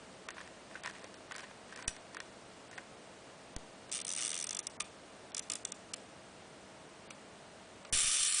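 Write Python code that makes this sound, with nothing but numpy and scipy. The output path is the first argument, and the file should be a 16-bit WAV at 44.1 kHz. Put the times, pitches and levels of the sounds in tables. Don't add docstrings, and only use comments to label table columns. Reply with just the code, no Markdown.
import sys
import numpy as np
from scipy import signal
from scipy.fft import rfft, irfft, next_fast_len
from scipy.io import wavfile
from scipy.ndimage import uniform_filter1d

SR = 44100
rng = np.random.default_rng(int(sys.argv[2]) if len(sys.argv) > 2 else 0)


def dump(signal):
    limited = np.clip(np.atleast_2d(signal).T, -1, 1)
    pcm = np.round(limited * 32767).astype(np.int16)
    wavfile.write(sys.argv[1], SR, pcm)


def level_to_linear(level):
    exponent = np.asarray(level, float) / 20
    return 10 ** exponent


N = 370440

# (frequency [Hz], density [dB per Hz])
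HISS_TILT = [(15, -65), (25, -20), (97, -8.5), (168, -6), (190, -4.5), (339, -5), (436, -6.5), (506, -4.5),
             (634, -5.5), (1050, -10), (2280, -15), (2520, -16), (7590, -22.5), (8180, -22.5), (10000, -26),
             (13000, -72), (22000, -120)]
# (frequency [Hz], level [dB])
HUM_LINES = [(193.8, -77), (441.4, -77), (549.1, -82.5), (640.6, -72.5), (689.1, -78.5), (2848, -82),
             (8102, -94), (8129, -80.5)]
# (time [s], gain [dB])
GAIN_CONTROL = [
    (0, 0),
    (7.925, -0.5),
    (7.96, -0.5),
    (8.4, -9.5),
]
# (frequency [Hz], decay time t60 [s])
ROOM_DECAY = [(1000, 0.12), (4000, 0.37), (10000, 0.26)]
# (frequency [Hz], depth [dB])
MASKING = [(1500, 60), (2100, 40), (2400, 22), (3500, 19), (4600, 14), (5300, 8), (7400, 8), (8200, 13),
           (9000, 10), (10000, 8)]

# (time [s], step [dB], slide-back [s], undershoot [share])
LOW_THUMPS = [(1.88, -30.5, .0051, .07), (3.565, -32, .0062, .16), (7.929, -32, .007, .2),
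              (7.951, -34.5, .022, .3), (7.971, -45, .012, .2), (7.979, -46, .012, .3),
              (8.034, -45, .008, .1), (8.046, -41.5, .018, .25), (8.081, -43.5, .03, .35),
              (8.198, -53, .01, .05), (8.211, -51, .013, .1), (8.348, -56, .01, .05)]
# (time [s], frequency [Hz], level [dB], t60 [s])
PART_TONES = [(.368, 1080, -41, .02), (.381, 2050, -37, .014), (.385, 1100, -43, .02),
              (.412, 1150, -44, .015), (1.311, 1150, -37, .014), (1.79, 1050, -42, .02),
              (1.512, 750, -39, .008), (2.713, 700, -44, .01), (1.142, 700, -44, .01),
              (1.845, 1750, -44, .015), (0.754, 1520, -32, 0.021), (1.042, 535, -39, .03),
              (1.879, 1575, -41, 0.038), (1.879, 2570, -35, 0.038), (1.879, 3490, -33.5, 0.033),
              (1.879, 4320, -45, .035), (1.879, 7450, -30, 0.02), (2.779, 750, -43, .02),
              (3.565, 278, -47, .03), (4.805, 1208, -35.5, 0.053), (4.803, 2480, -31.5, 0.025),
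              (4.804, 3550, -35, 0.022), (4.804, 4700, -41, .025), (4.803, 1800, -42, .025),
              (7.107, 1300, -46, .03), (7.107, 2300, -40.5, 0.023), (7.108, 5900, -45, .02),
              (7.849, 1210, -45, .03)]
# (time [s], frequency [Hz], level [dB], t60 [s])
EXTRA_PART_TONES = [(1.8792, 5830, -24.5, .016), (1.8785, 9070, -23, 0.012), (1.879, 8000, -24, .013),
                    (1.879, 2990, -34, .025), (1.8785, 9760, -29.5, .012), (1.8794, 7000, -34, .015),
                    (4.803, 8600, -34, 0.026), (4.804, 7000, -40, 0.022), (4.804, 6000, -42, 0.03),
                    (4.832, 3480, -56, 0.026), (5.937, 2990, -35.5, 0.014), (5.936, 8430, -34, .022),
                    (5.9395, 9300, -35, 0.015), (5.94, 7400, -36, 0.023), (5.938, 4320, -39, .025)]
# (time [s], frequency [Hz], level [dB], t60 [s])
MORE_PART_TONES = [(1.042, 3900, -47, .015), (1.042, 5600, -48, .012), (1.142, 3900, -50, .012),
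                   (1.142, 5500, -49, .012), (1.761, 1700, -46, .02), (1.761, 2600, -46, .018),
                   (1.797, 1750, -46, .025), (1.805, 1600, -47, .02), (1.879, 3900, -36, .025),
                   (4.803, 3950, -36, .022), (4.805, 3450, -36, .025), (7.107, 3800, -47, .015),
                   (7.85, 5500, -50, .012)]

# (time [s], knock [dB], bright edge re knock [dB])
KNOB_KNOCKS = [(0.287, -36.5, -6), (0.306, -48.5, 2.5), (0.368, -52, -18), (0.382, -42, -18),
               (0.404, -47.5, -17), (0.412, -48.5, -4), (0.757, -47, -24), (0.836, -42.5, -3),
               (0.847, -44.5, -12), (0.854, -43.5, -6), (0.866, -50, -11), (0.881, -54, -11),
               (0.894, -58, 0), (0.86, -37, -4), (0.873, -49, 1), (0.951, -51, -27), (1.043, -49.5, 2.5),
               (1.3116, -42, -13), (1.3206, -41.5, -2.5), (1.352, -46, -9), (1.363, -56.5, 16),
               (1.382, -47, 2.5), (1.392, -48, -9), (1.395, -46, -7), (1.406, -46.5, -4),
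               (1.433, -45.5, -14), (1.439, -50, -5.5), (1.446, -55, -12), (1.726, -47.5, -8),
               (1.761, -56, 12.5), (1.79, -44.5, -13), (1.825, -48, 2), (2.147, -47.5, 3.5),
               (2.169, -40, -7), (2.203, -39.5, -2.5), (2.73, -52, -8), (2.778, -47.5, -4), (2.78, -46, -8),
               (2.784, -48, -8)]
# (time [s], knock [dB], bright edge re knock [dB])
HARD_STOPS = [(0.476, -56, 2), (0.712, -50.5, -12), (0.745, -59, 1.5), (0.774, -54, -26), (1.142, -58, 6.5),
              (1.344, -50, 2), (1.512, -52, -14.5), (1.774, -56, 6), (1.844, -51, -30), (1.8795, -42, 8),
              (1.8763, -55, 12), (1.895, -60, 12), (1.899, -62, 11), (1.907, -61, 8), (1.914, -63, 9),
              (1.89, -58, 17), (1.965, -50.5, -1.5), (2.7133, -52, 2), (3.564, -54, 17)]
# (start [s], hardest [s], end [s], level [dB])
KNOB_TWISTS = [(0.28, 0.3, 0.35, -62.5), (0.36, 0.39, 0.48, -57.5), (0.7, 0.77, 0.8, -58.5),
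               (0.83, 0.875, 0.915, -51.5), (0.93, 0.96, 0.99, -54.5), (0.99, 1.04, 1.08, -60),
               (1.3, 1.37, 1.46, -55), (1.46, 1.5, 1.53, -63), (1.68, 1.8, 1.87, -55.5),
               (1.88, 1.92, 2.0, -64.5), (2.13, 2.18, 2.24, -60.5), (2.7, 2.76, 2.8, -61.5)]

# (time [s], bright click [dB], knock re click [dB])
FAST_TEETH = [(3.9166, -38.0, -7.0), (3.9251, -37.0, -9.0), (3.9319, -38.0, -6.0), (3.94, -37.5, -7.0),
              (3.9485, -36.0, -7.0), (3.9552, -36.0, -7.0), (3.9625, -38.0, -10.0), (3.9702, -36.5, -11.0),
              (3.9786, -38.0, -10.0), (3.9893, -41.0, -0.0), (4.0018, -36.5, -11.0), (4.0152, -38.0, -9.0),
              (4.0497, -35.0, -10.0), (4.0686, -38.5, -10.0), (4.08, -37.5, -10.0), (4.0916, -36.0, -15.0),
              (4.1034, -37.0, -7.0), (4.1152, -37.0, -10.0), (4.1247, -38.0, -10.0), (4.1359, -36.0, -10.0),
              (4.15, -36.5, -9.0), (4.1641, -35.0, -10.0), (4.1751, -37.0, -3.0), (4.1837, -35.5, -9.0),
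              (4.1908, -36.0, -5.0), (4.1995, -40.5, -3.0), (4.208, -36.0, -7.0), (4.2149, -35, -13.0),
              (4.2235, -36.0, -3.0), (4.2327, -35.5, -11.0), (4.2408, -35.5, -8.0), (4.25, -36.5, -3.0),
              (4.2591, -36.5, -7.0), (4.2682, -36.5, -8.0), (4.2789, -35.5, -9.0), (4.293, -39.5, -5.0),
              (4.3044, -37.0, -10.0), (4.3157, -35.5, -7.0), (4.3301, -41.0, 5.0), (4.3429, -37.0, -7.0),
              (4.3533, -37.0, -8.0), (4.3643, -40.5, 1.0), (4.377, -36.5, -8.0), (4.3893, -38.0, -5.0),
              (4.4007, -38.0, -10.0), (4.4115, -36, -9.0)]
# (time [s], bright click [dB])
SLOW_TEETH = [(4.4258, -34.5), (4.4422, -36.0), (4.4698, -37.0), (4.4923, -37.0), (4.5087, -35),
              (4.5295, -37.0), (4.5489, -36.5), (4.5693, -36.5), (4.5913, -35.0), (4.6696, -35),
              (5.3476, -36.0), (5.3681, -35), (5.3794, -36.5), (5.394, -35.0), (5.5001, -33.0),
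              (5.5191, -32.0), (5.5354, -35.0), (5.555, -34.0), (5.6512, -33.5), (5.7211, -37.0)]
# (time [s], bright click [dB], knock re click [dB])
PAWL_TOUCHES = [(3.895, -54, 3), (4.602, -45, -13), (4.802, -37.5, -3), (4.805, -39.5, -4.5),
                (4.807, -38, -13), (4.8183, -46, -18), (4.824, -51, -11), (4.52, -49, -8),
                (5.566, -55, -10), (5.319, -49.5, -7), (5.936, -44, -9), (5.9374, -41, 0),
                (5.941, -43, -17), (7.106, -49.5, -4), (7.108, -58, 11), (7.85, -54, 10)]
# (time [s], stage 0 at rest, 1 swung, 2 cocked)
LEVER_STAGE = [
    (3.9, 0),
    (4.2, 0.01),
    (4.4, 0.88),
    (4.7, 1.32),
    (4.8, 0.9),
    (5.3, 2),
    (5.75, 1.97),
    (5.93, 0.25),
    (7.0, 1),
    (8.4, 1),
]

# (time [s], click [dB], body turned away [0-1])
ESCAPE_LEVEL = [
    (7.9, -29.5, 0),
    (7.97, -29.5, 0.16),
    (8.13, -31, 0),
    (8.21, -31, 0.18),
    (8.3, -33, 0.67),
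    (8.4, -33, 0.9),
]
# (time [s], rate [beats per second])
BEAT_RATE = [
    (7.9265, 262),
    (7.95, 235),
    (7.98, 240),
    (8.0, 255),
    (8.1, 257),
    (8.22, 258),
    (8.27, 280),
    (8.4, 280),
]
# (time [s], scatter [s])
BEAT_SCATTER = [(7.9, .0002), (8.09, .0002), (8.13, .0005), (8.4, .0007)]
# (time [s], dip [dB])
WHEEL_STALLS = [(7.956, -5), (7.968, -6), (7.981, -8), (8.0, -14), (8.025, -6), (8.054, -9), (8.109, -12),
                (8.176, -5), (8.257, -4), (8.357, -7), (8.367, -4)]

# (frequency [Hz], density [dB per Hz])
SHELL_TILT = [(530, -53.5), (900, -33.5), (1200, -4.5), (1620, -9), (1750, -5.5), (2870, -3), (4300, -10),
              (5590, -11.5), (9460, -120)]
TOP_PLATE_TILT = [(470, -22), (800, -14.5), (1010, -8), (1390, -7), (1520, -4), (1820, -1), (2200, -7.5),
                  (3870, -16.5), (4500, -21.5), (5850, -41), (9900, -120)]
EDGE_TILT = [(1470, -54), (2500, -6.5), (3540, -9.5), (4900, -0.5), (5800, 0), (9060, -6.5), (10000, -6.5),
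             (13000, -45.5), (22000, -120)]
GEARS_TILT = [(1290, -44), (2200, -14), (3610, -6.5), (3820, -9), (5910, -2), (7570, -6), (8060, 0),
              (8920, 0.5), (10000, -6.5), (13000, -30), (22000, -120)]
GEARS_SWUNG_TILT = [(1290, -39), (2200, -8), (3080, -13), (3430, -1), (4150, -9.5), (6180, 4), (6790, -1.5),
                    (8980, 3), (10000, -1.5), (13000, -44.5), (22000, -120)]
GEARS_COCKED_TILT = [(1290, -36), (2200, -20), (3080, -25), (3430, -3.5), (4470, -9), (5080, -1),
                     (7190, -1.5), (8920, -2.5), (10000, 0), (13000, -45), (22000, -120)]
FACING_TILT = [(2120, -30), (2800, -10), (3600, -6), (4040, -13), (4420, -10), (4650, -9.5), (5790, -5),
               (6400, -5.5), (6750, -11.5), (7150, -3.5), (7640, -4), (9340, -6), (10000, -2.5),
               (13000, -30.5), (22000, -120)]
TURNED_TILT = [(2120, -24), (2900, -8.5), (3600, -13), (4440, -2.5), (4630, -13), (5790, -4), (6140, -21),
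               (7480, 1), (8360, -3), (9380, 0.5), (10000, -0.5), (13000, -52), (22000, -120)]
# (frequency [Hz], width [Hz], level [dB])
BODY_RESONANCES = [(1200, 52, -11), (1530, 26, -14), (1800, 26, -10), (2370, 50, -7), (2530, 50, -7),
                   (2960, 65, -4), (3120, 26, -6), (3570, 120, -4), (4080, 27, -9), (4380, 96, -4),
                   (5110, 47, -5), (5710, 160, -2), (5950, 47, -3), (6410, 48, -5), (7590, 82, -1),
                   (8530, 110, -2), (9070, 420, 0), (9660, 240, -1)]
PLATE_RESONANCES = [(1010, 190, -5), (1530, 60, -2), (1850, 55, 0), (2410, 33, -9), (3450, 100, -11)]
PAWL_RESONANCES = [(1220, 140, -9), (2360, 38, -8), (2550, 39, -6), (2860, 110, -6), (3550, 270, -5),
                   (4020, 41, -10), (5210, 120, -5), (5710, 150, -1), (6060, 270, -3), (6850, 330, -6),
                   (8220, 200, -1), (9110, 510, 0)]
SWUNG_RESONANCES = [(2070, 310, -10), (2560, 49, -8), (2880, 130, -9), (3460, 160, -5), (4410, 210, -10),
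                    (4990, 36, -7), (5720, 160, 0), (6060, 320, -2), (7550, 440, -5), (8290, 260, -4),
                    (8730, 260, -4), (9960, 55, -10)]
COCKED_RESONANCES = [(2210, 62, -9), (2550, 41, -10), (2870, 99, -8), (3500, 260, -4), (4410, 140, -7),
                     (4970, 84, -3), (5260, 97, -1), (5740, 120, 0), (6070, 260, 0), (7200, 620, 0),
                     (8600, 540, -1)]
TURNED_RESONANCES = [(2520, 40, -7), (2980, 50, -7), (3120, 27, -8), (3760, 110, -9), (4080, 30, -9),
                     (4360, 86, -6), (5110, 57, -7), (5750, 110, -7), (7450, 62, -2), (7600, 49, -2),
                     (7750, 130, -5), (8520, 58, -4), (9270, 110, 0), (9620, 150, -3)]


def unit(x):
    return x / np.sqrt(np.mean(x ** 2) + 1e-20)


def along(points, hz):
    f, v = np.transpose(points)
    return np.interp(np.log(hz + 1), np.log(f + 1), v)


def curves(rows):
    s, *cols = np.transpose(rows)
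    return [np.interp(np.arange(N) / SR, s, c, -120, -120) for c in cols]


def wander(rate):
    knots = rng.standard_normal(N * rate // SR + 2)
    return np.interp(np.arange(N) * rate / SR, np.arange(len(knots)), knots)


def filtered(x, response):
    m = 2 * next_fast_len(N // 2 + SR // 4)
    return irfft(rfft(x, m) * response(np.fft.rfftfreq(m, 1 / SR)), m)[..., :N]


def ringing(x, tilt, modes, boost_db, widen):
    def response(f):
        humps = sum(1 / (1 + (2 * (f - c) / (w * widen)) ** 2) for c, w, _ in modes)
        gain = unit(level_to_linear(along(tilt, f)) * np.sqrt(1 + level_to_linear(2 * boost_db) * humps))
        cepstrum = irfft(np.log(gain + 1e-4))
        cepstrum[1:len(f) - 1] *= 2
        cepstrum[len(f):] = 0
        return np.exp(rfft(cepstrum))
    return filtered(x, response)


def impulses(times, strengths):
    return np.bincount(np.clip(np.round(times * SR).astype(int), 0, N - 1), strengths, N)


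def snaps(times, db):
    sign = np.sign(rng.standard_normal(len(times)))
    return impulses(times, sign * level_to_linear(db))


def chatter(times, db, rise, hold, fall, spiky):
    before = 300
    t = np.arange(-before, 1500) / SR
    shape = np.exp(np.minimum(np.minimum((t + hold) / rise, (hold - t) / fall), 0))
    swell = signal.fftconvolve(impulses(times, level_to_linear(db)), shape)[before:][:N]
    grit = rng.standard_normal(N) * np.exp(spiky * rng.standard_normal(N))
    local_power = np.abs(uniform_filter1d(grit ** 2, size=60))
    return swell * unit(grit / np.sqrt(local_power + 1e-9))


def hiss():
    noise = unit(filtered(rng.standard_normal(N), lambda hz: level_to_linear(along(HISS_TILT, hz))))
    t = np.arange(N) / SR
    drift = np.cumsum(rng.standard_normal((len(HUM_LINES), N)), axis=1) * 0.0122
    hum = sum(level_to_linear(db + 8.5) * np.sin(2 * np.pi * hz * t + d) for (hz, db), d in zip(HUM_LINES, drift))
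    return level_to_linear(curves(GAIN_CONTROL)[0]) * (level_to_linear(-54.5) * noise + hum)


def room(x):
    out, hop = np.zeros(N + SR), SR // 3
    for start in range(0, N, hop):
        hz, t, z = signal.stft(rng.standard_normal(SR // 4), SR, nperseg=256)
        decay = level_to_linear(-60 * t / along(ROOM_DECAY, hz)[:, None])
        tail = signal.istft(z * decay, SR, nperseg=256)[1]
        wet = signal.fftconvolve(x[start:start + hop], tail / np.linalg.norm(tail))
        out[start + 200:][:len(wet)] += wet
    return out[:N]


def jolts(settle=0.045):
    out, t = np.zeros(N + SR), np.arange(SR // 2) / SR
    for s, db, slide, under in LOW_THUMPS:
        step = (1 + under) * np.exp(-t / slide) - under * np.exp(-t / settle)
        out[round(s * SR):][:len(t)] += level_to_linear(db) * (1 - np.exp(-t / 0.000037)) * step
    return out[:N]


def clunks():
    out, t = np.zeros(N), np.arange(SR // 8) / SR
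    for s, hz, db, t60 in PART_TONES + EXTRA_PART_TONES + MORE_PART_TONES:
        envelope = level_to_linear(db - 60 * t / t60) * (1 - np.exp(-t / 0.00028))
        out[round(s * SR):][:len(t)] += envelope * np.sin(2 * np.pi * hz * t)
    return out


def twist_effort():
    ends_db = -9.5
    return sum(level_to_linear(curves([(a, db + ends_db), (peak, db), (b, db + ends_db)])[0])
               for a, peak, b, db in KNOB_TWISTS)


def creaks(effort):
    per_s = 59
    slot = np.arange(0, 3 * per_s)
    luck = rng.random((300, 3))[:len(slot)]
    at = (slot + luck[:, 0]) / per_s
    effort_db = 20 * np.log10(effort[(at * SR).astype(int)])
    creak_db = effort_db + 5.5 - 3 * (2 * luck[:, 1] - 1)
    return list(zip(at, creak_db, -11 + 16 * (luck[:, 2] - .5)))


def knob():
    effort = twist_effort()
    s, db, edge_db = np.transpose(KNOB_KNOCKS + HARD_STOPS + creaks(effort))
    knock = chatter(s, db + 2, rise=.0004, hold=.0003, fall=.0035, spiky=.7)
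    edge = chatter(s, db + edge_db + 0.8, rise=.0004, hold=.0004, fall=.0016, spiky=.5)
    rub = effort * unit(rng.standard_normal(N) * np.exp(0.95 * rng.standard_normal(N)))
    plate = ringing(knock + level_to_linear(-2.0) * rub, TOP_PLATE_TILT, PLATE_RESONANCES, boost_db=3.0, widen=0.89)
    return plate + ringing(edge + level_to_linear(-4.0) * rub, EDGE_TILT, BODY_RESONANCES, boost_db=-8.0, widen=1.8)


def teeth():
    fast, fast_db, fast_knock_db = np.transpose(FAST_TEETH)
    slow, slow_db = np.transpose(SLOW_TEETH)
    luck = rng.standard_normal((len(fast) + len(slow), 3))
    s = np.append(fast, slow)
    db = np.append(fast_db, slow_db) - 0.28
    knock_db = np.append(fast_knock_db - 1.2, -9 - luck[len(fast):, 0])
    again = s + 0.002 + 0.0008 * luck[:, 1]
    rebounds = list(zip(again, db - 10 + luck[:, 2], knock_db - 9.0))
    return list(zip(s, db, knock_db)) + rebounds


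def ratchet():
    s, db, knock_db = np.transpose(teeth() + PAWL_TOUCHES)
    click = chatter(s, db + 2.2, rise=.0006, hold=.0002, fall=.0015, spiky=.15)
    click += snaps(s, db + 10)
    click += chatter(s - .0018, db - 12, rise=.0007, hold=.0003, fall=.001, spiky=.3)
    knock = chatter(s + .0008, db + knock_db - 3.0, rise=0.0007, hold=0.00055, fall=0.0051, spiky=0.24)
    stage = np.clip(curves(LEVER_STAGE)[0] + .4 * wander(70), 0, 2)
    colours = [(GEARS_TILT, PAWL_RESONANCES), (GEARS_SWUNG_TILT, SWUNG_RESONANCES),
               (GEARS_COCKED_TILT, COCKED_RESONANCES)]
    gears = np.zeros(N)
    for k, (tilt, modes) in enumerate(colours):
        share = np.cos(np.pi / 2 * np.clip(stage - k, -1, 1))
        gears += ringing(click * share, tilt, modes, boost_db=5.5, widen=0.6)
    return gears + ringing(knock, SHELL_TILT, PAWL_RESONANCES, boost_db=3.5, widen=0.28)


def escapement():
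    db, turn = curves(ESCAPE_LEVEL)
    phase = np.cumsum(np.maximum(curves(BEAT_RATE)[0], 0)) / SR
    beats = np.flatnonzero(np.diff(np.floor(phase + .999)))
    luck = rng.standard_normal((400, 2))[:len(beats)]
    times = beats / SR + curves(BEAT_SCATTER)[0][beats] * luck[:, 0]
    size_db = db[beats] + 0.66 * luck[:, 1]
    click = chatter(times, size_db - 1.2, rise=.0005, hold=.0004, fall=.0022, spiky=.15)
    click += snaps(times, size_db + 8.5 + 2 * luck[::-1, 1])
    t = np.arange(N) / SR
    click *= level_to_linear(sum(dip_db * np.exp(-((t - s) / .0017) ** 2) for s, dip_db in WHEEL_STALLS))
    release_db = 6 * np.exp((times[0] - times) / 0.022)
    knock = chatter(times, size_db - 14 + release_db, rise=0.00047, hold=0.0003, fall=0.0042, spiky=0.91)
    angle = np.pi / 2 * np.clip(turn + .3 * wander(35), 0, 1)
    facing = ringing(click * np.cos(angle), FACING_TILT, BODY_RESONANCES, boost_db=7, widen=1.1)
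    turned = ringing(click * np.sin(angle), TURNED_TILT, TURNED_RESONANCES, boost_db=3.5, widen=0.83)
    return facing + turned + ringing(knock, SHELL_TILT, BODY_RESONANCES, boost_db=6.0, widen=0.75)


def scene():
    camera = knob() + ratchet() + escapement() + clunks()
    mono = camera + level_to_linear(-13.5) * room(camera) + jolts() + hiss()
    return np.array([mono, mono])


def starve(x, margin_db=16):
    frame_s, frame_start_s, attack_db = .036, .019, 4
    hz, t, z = signal.stft(x, SR, nperseg=256)
    level = 10 * np.log10(np.abs(uniform_filter1d(np.abs(z) ** 2, size=7, axis=-2)) + 1e-14)
    frame = np.floor((t - frame_start_s) / frame_s).astype(int) + 1
    starts = np.flatnonzero(np.diff(frame, prepend=-1))
    near = np.maximum.reduceat(level, starts, axis=-1)[..., frame]
    bright = level[:, (hz > 4000) & (hz < 9500)].mean(axis=1)
    attack = np.maximum.reduceat(bright, starts, axis=-1) - np.median(bright) > attack_db
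    starved = attack[:, None, frame]
    faint = np.median(level, axis=-1, keepdims=True) + margin_db
    short = np.minimum(near - level - along(MASKING, hz)[:, None], faint - level)
    fifth = np.floor(5 * (t - frame_start_s) / frame_s).astype(int) + 5
    chosen = rng.random((len(hz), fifth[-1] + 1)) < .06
    stray = chosen[np.arange(len(hz)) // 4][:, fifth]
    stray = 30 * stray * (hz[:, None] > 4800) * (level < faint)
    loss = 1 + stray + starved * level_to_linear(np.clip(8 * short, -60, 40))
    return signal.istft(z / loss, SR, nperseg=256)[1][..., :N]


def roll_off(x):
    return signal.sosfilt(signal.butter(12, 11300, fs=SR, output="sos"), x)


def record(dry):
    squeezed = dry / (1 + np.abs(dry / .2) ** 3) ** (1 / 3)
    narrow = filtered(squeezed, lambda hz: level_to_linear(-.22 * np.clip(hz - 10004, 0, 250)))
    return roll_off(starve(narrow))


dry = scene()
out = record(dry)
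dump(out)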